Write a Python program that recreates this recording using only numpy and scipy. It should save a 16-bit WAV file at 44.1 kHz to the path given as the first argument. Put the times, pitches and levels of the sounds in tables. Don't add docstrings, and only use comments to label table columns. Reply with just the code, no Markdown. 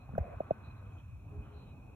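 import sys
import numpy as np
from scipy import signal
from scipy.fft import rfft, irfft, next_fast_len
from scipy.io import wavfile
from scipy.ndimage import map_coordinates

SR = 44100
rng = np.random.default_rng(int(sys.argv[2]) if len(sys.argv) > 2 else 0)


def file_out(sig):
    cols = np.atleast_2d(sig).T
    lim = np.clip(cols, -1, 1)
    pcm = np.round(lim * 32767).astype(np.int16)
    wavfile.write(sys.argv[1], SR, pcm)


N = 85995
T = np.arange(N) / SR

# pitch_hz, likeness (1 = the same)
AIR_LIKENESS = [(60, 0.98), (200, .93), (380, .85), (700, 0.37), (1300, .65), (2400, 1), (4400, 0.27),
                (15000, 0.17)]
CASE_LIKENESS = [(100, 0.19), (600, 0.3), (2000, 0.32), (10000, 0)]
# pitch_hz, level_db
TICK_TONE = [(300, 3.5), (800, 5), (1250, -10.5), (1600, -2.5), (2000, -17), (2500, -17), (3200, -50.5),
             (6000, -55.5)]


def amp(db):
    return 10 ** (np.asarray(db) / 20)


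def along(points, hz):
    pitches, values = np.transpose(points)
    return np.interp(np.log(hz + 1), np.log(pitches + 1), values)


def filtered(sound, response):
    size = next_fast_len(N + SR // 2)
    return irfft(rfft(sound, size) * response(np.fft.rfftfreq(size, 1 / SR)), size)[..., :N]


def wobble(turns_per_s):
    return map_coordinates(rng.standard_normal(256), [T * turns_per_s], mode="wrap")


def noise(response, likeness):
    def split(hz):
        angle = np.arccos(np.clip(along(likeness, hz), -1, 1)) / 2
        return response(hz) * np.array([np.cos(angle), np.sin(angle)])
    shared, opposite = filtered(rng.standard_normal((2, N)), split)
    stereo = np.array([shared + opposite, shared - opposite])
    return stereo / np.sqrt(np.mean(stereo ** 2) + 1e-20)


def wide_noise(tone, likeness):
    return noise(lambda hz: amp(along(tone, hz)), likeness)


def narrow_noise(pitch_hz, width_hz):
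    return noise(lambda hz: 1 / (1 + ((hz - pitch_hz) / width_hz) ** 2), AIR_LIKENESS)


def swell(t, rise_s, fade_s, hold_s=0):
    ends = np.logaddexp(-t / rise_s, (t - hold_s) / fade_s)
    return np.exp(-np.logaddexp(0, ends) if hold_s else -ends)


def time_since(time_s, lag_s):
    return T - time_s - np.array([[lag_s], [-lag_s]]) / 2


def hand_rumble():
    tone = [(20, -39.5), (35, -12.5), (55, -3.5), (95, 1.5), (125, -4.5), (165, -12), (250, -20),
            (400, -37.5), (900, -67.5)]
    levels = [(0, -54.5), (0.12, -48), (0.3, -49), (0.57, -55), (0.69, -47.5), (0.77, -52.5), (0.86, -46),
              (1.04, -51.5), (1.22, -49.5), (1.32, -49.5), (1.62, -49), (1.95, -49)]
    level_db = np.interp(T, *np.transpose(levels)) + 1.03 * wobble(8.48)
    return wide_noise(tone, AIR_LIKENESS) * amp(level_db)


def traffic():
    levels = [(0.0, -64.5, -72), (0.172, -63, -66.5), (0.314, -61.5, -61), (0.46, -60, -62),
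              (0.858, -65.5, -67.5), (0.976, -63, -70), (1.048, -75, -72), (1.26, -66, -79.5),
              (1.308, -61, -73), (1.422, -63, -71.5), (1.466, -62.5, -65.5), (1.776, -64, -77.5),
              (1.95, -63, -77)]
    drone_tone = [(100, -14.5), (220, 3), (430, -5.5), (700, -4), (1000, -8), (1600, -25.5), (3000, -58.5)]
    tyre_tone = [(400, -14), (800, -8), (1100, 3.5), (1520, -3), (1800, -13), (2100, -13.5), (3000, -24),
                 (4200, -27), (5000, -51.5)]
    hums = [(0.331, 0.916, 1516, -71.5), (0.551, 0.737, 209.8, -59), (0.792, 0.915, 494.5, -67),
            (1.259, 1.484, 292.5, -64.5), (1.34, 1.441, 412, -58.5), (1.514, 1.636, 416, -64)]
    times, drone_db, tyres_db = np.transpose(levels)
    out = wide_noise(drone_tone, AIR_LIKENESS) * amp(np.interp(T, times, drone_db) + 2)
    out += wide_noise(tyre_tone, AIR_LIKENESS) * amp(np.interp(T, times, tyres_db) + 1)
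    for start_s, end_s, pitch_hz, level_db in hums:
        loudness = swell(T - start_s, rise_s=0.02, fade_s=0.02, hold_s=end_s - start_s)
        out += amp(level_db) * narrow_noise(pitch_hz, width_hz=8.1) * loudness
    return out


def microphone_hiss():
    tone = [(500, -7), (2000, -4), (2350, 17), (2650, 15), (2900, 3), (4000, 2.5), (5600, 0), (7500, -1),
            (11000, -1), (15000, -3)]
    ring_levels = [(0, -73), (0.16, -76), (0.275, -66.5), (0.34, -72), (0.6, -72), (0.72, -69),
                   (0.79, -71.5), (0.88, -72.5), (1.05, -73.5), (1.24, -74.5), (1.33, -72), (1.43, -69.5),
                   (1.49, -75), (1.68, -72.5), (1.82, -70.5), (1.95, -72.5)]
    whine_hz, left_right_db = 2513, [[-1.8], [1.8]]
    whine = amp(-3.5) * np.sin(2 * np.pi * whine_hz * T + 0.5 * wobble(7))
    ring = whine + amp(-1) * narrow_noise(2516, width_hz=51)
    ring *= amp(np.interp(T, *np.transpose(ring_levels))) * amp(left_right_db)
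    swish = amp(-84.5) * narrow_noise(6700, width_hz=830) * swell(T - 0.93, rise_s=0.004, fade_s=0.11)
    return amp(-76) * wide_noise(tone, AIR_LIKENESS) + ring + swish


def bird():
    notes = [(0.007, 0.036, 4030, 150, -77), (0.643, 0.041, 3990, 191, -70), (0.7, 0.025, 4000, 130, -77),
             (0.762, 0.04, 3900, 120, -77), (0.844, 0.12, 3150, 258, -83.5),
             (0.979, 0.029, 3180, 200, -71.5), (1.42, 0.3, 2970, 284, -79.5),
             (1.534, 0.037, 4070, 139, -74.5), (1.561, 0.082, 4080, 180, -73),
             (1.65, 0.081, 3900, 140, -79)]
    out = np.zeros((2, N))
    for start_s, length_s, pitch_hz, width_hz, level_db in notes:
        loudness = swell(T - start_s, rise_s=0.005, fade_s=0.01, hold_s=length_s)
        out += amp(level_db) * narrow_noise(pitch_hz, width_hz) * loudness
    return out


def finger_touches():
    touches = [(0.0922, -40, 773), (0.1360, -38.5, 484), (0.153, -39, 1430), (0.158, -39, 630)]
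    scuff = amp(-10.5) * wide_noise(TICK_TONE, CASE_LIKENESS)
    out = np.zeros((2, N))
    for time_s, level_db, pitch_hz in touches:
        t = time_since(time_s, lag_s=0.00015)
        loudness = swell(t, rise_s=0.00065, fade_s=0.0015)
        out += amp(level_db) * loudness * (np.cos(2 * np.pi * pitch_hz * t) + scuff)
    return out


def grip_bumps():
    bumps = [(0.102, -34.5, 123, 0.0073), (0.141, -27.5, 136, 0.0023), (0.159, -33, 194, 0.0077),
             (0.19, -22.5, 125, 0.0023), (0.2135, -21, 78.7, 0.0084), (0.344, -33.5, 68, 0.012),
             (0.519, -28, 114, 0.0027), (1.097, -36.5, 82, 0.0069), (1.148, -36, 90.5, 0.018),
             (1.393, -29, 70.3, 0.013)]
    drop_octaves_per_s = 19
    drop_rate = drop_octaves_per_s * np.log(2)
    out = np.zeros((2, N))
    for time_s, level_db, pitch_hz, fade_s in bumps:
        t = time_since(time_s, lag_s=0.00089)
        cycles = pitch_hz * (1 - np.exp(-drop_rate * np.clip(t, -0.5, 0.5))) / drop_rate
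        out += amp(level_db) * swell(t, 0.97 * fade_s, fade_s) * np.cos(2 * np.pi * cycles)
    return out


def skin_rub():
    tone = [(150, -23), (380, -10), (560, 2.5), (730, 0.5), (900, -19), (1500, -26), (2400, -22.5),
            (3200, -67), (6000, -53.5)]
    start_s, end_s = 0.178, 0.349
    loudness = swell(T - start_s, rise_s=0.004, fade_s=0.004, hold_s=end_s - start_s)
    return wide_noise(tone, CASE_LIKENESS) * loudness * amp(-50 + 0.9 * wobble(70))


def knocks():
    # time_s, ring_db, pitch_hz, fade_s, push_db, tick_db, click_db
    hits = [(0.1818, -18.5, 628, 0.0011, -50, -35, -49), (0.4064, -23.5, 624, 0.0022, -29.5, -57, -68),
            (0.5100, -17, 625, 0.0021, -25.5, -47.5, -73)]
    click_tone = [(2000, -12), (4500, -9.5), (6000, 2), (9000, -19), (12000, -2), (15000, -0.5)]
    rise_s, round_s = 0.00054, 0.0019
    push_band_hz, push_early_s = [141, 530], 0.0009
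    push_filter = signal.butter(4, push_band_hz, "bandpass", fs=SR, output="sos")
    tick, click = wide_noise(TICK_TONE, CASE_LIKENESS), wide_noise(click_tone, CASE_LIKENESS)
    out = np.zeros((2, N))
    for time_s, ring_db, pitch_hz, fade_s, push_db, tick_db, click_db in hits:
        t = time_since(time_s, lag_s=0.0003)
        loudness = np.exp((round_s - np.hypot(t, round_s)) / np.where(t < 0, rise_s, fade_s))
        out += amp(ring_db) * loudness * np.cos(2 * np.pi * pitch_hz * t)
        push_t = time_since(time_s - push_early_s, lag_s=0.00083)
        push = signal.sosfilt(push_filter, swell(push_t, rise_s=0.00011, fade_s=0.00011))
        out += amp(push_db) * push / np.abs(push).max()
        out += amp(tick_db) * tick * swell(t, rise_s=0.0012, fade_s=0.0059)
        out += amp(click_db) * click * swell(t, rise_s=0.001, fade_s=0.0018)
    return out


def scene():
    hand = knocks() + finger_touches() + grip_bumps() + skin_rub() + hand_rumble()
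    background = traffic() + bird() + microphone_hiss()
    left_early_s = 0.00009
    left_first = lambda hz: np.exp(1j * np.pi * hz * left_early_s * np.array([[1], [-1]]))
    return hand + filtered(background, left_first)


def record(dry):
    dips = [(4833, 445, -13.5), (8945, 620, -24), (13100, 560, -23.5)]
    top_hz = 15700

    def response(hz):
        change_db = sum(db * np.exp(-((hz - pitch) / width) ** 4) for pitch, width, db in dips)
        return amp(change_db) * (hz < top_hz)
    return filtered(dry, response)


dry = scene()
out = record(dry)
file_out(out)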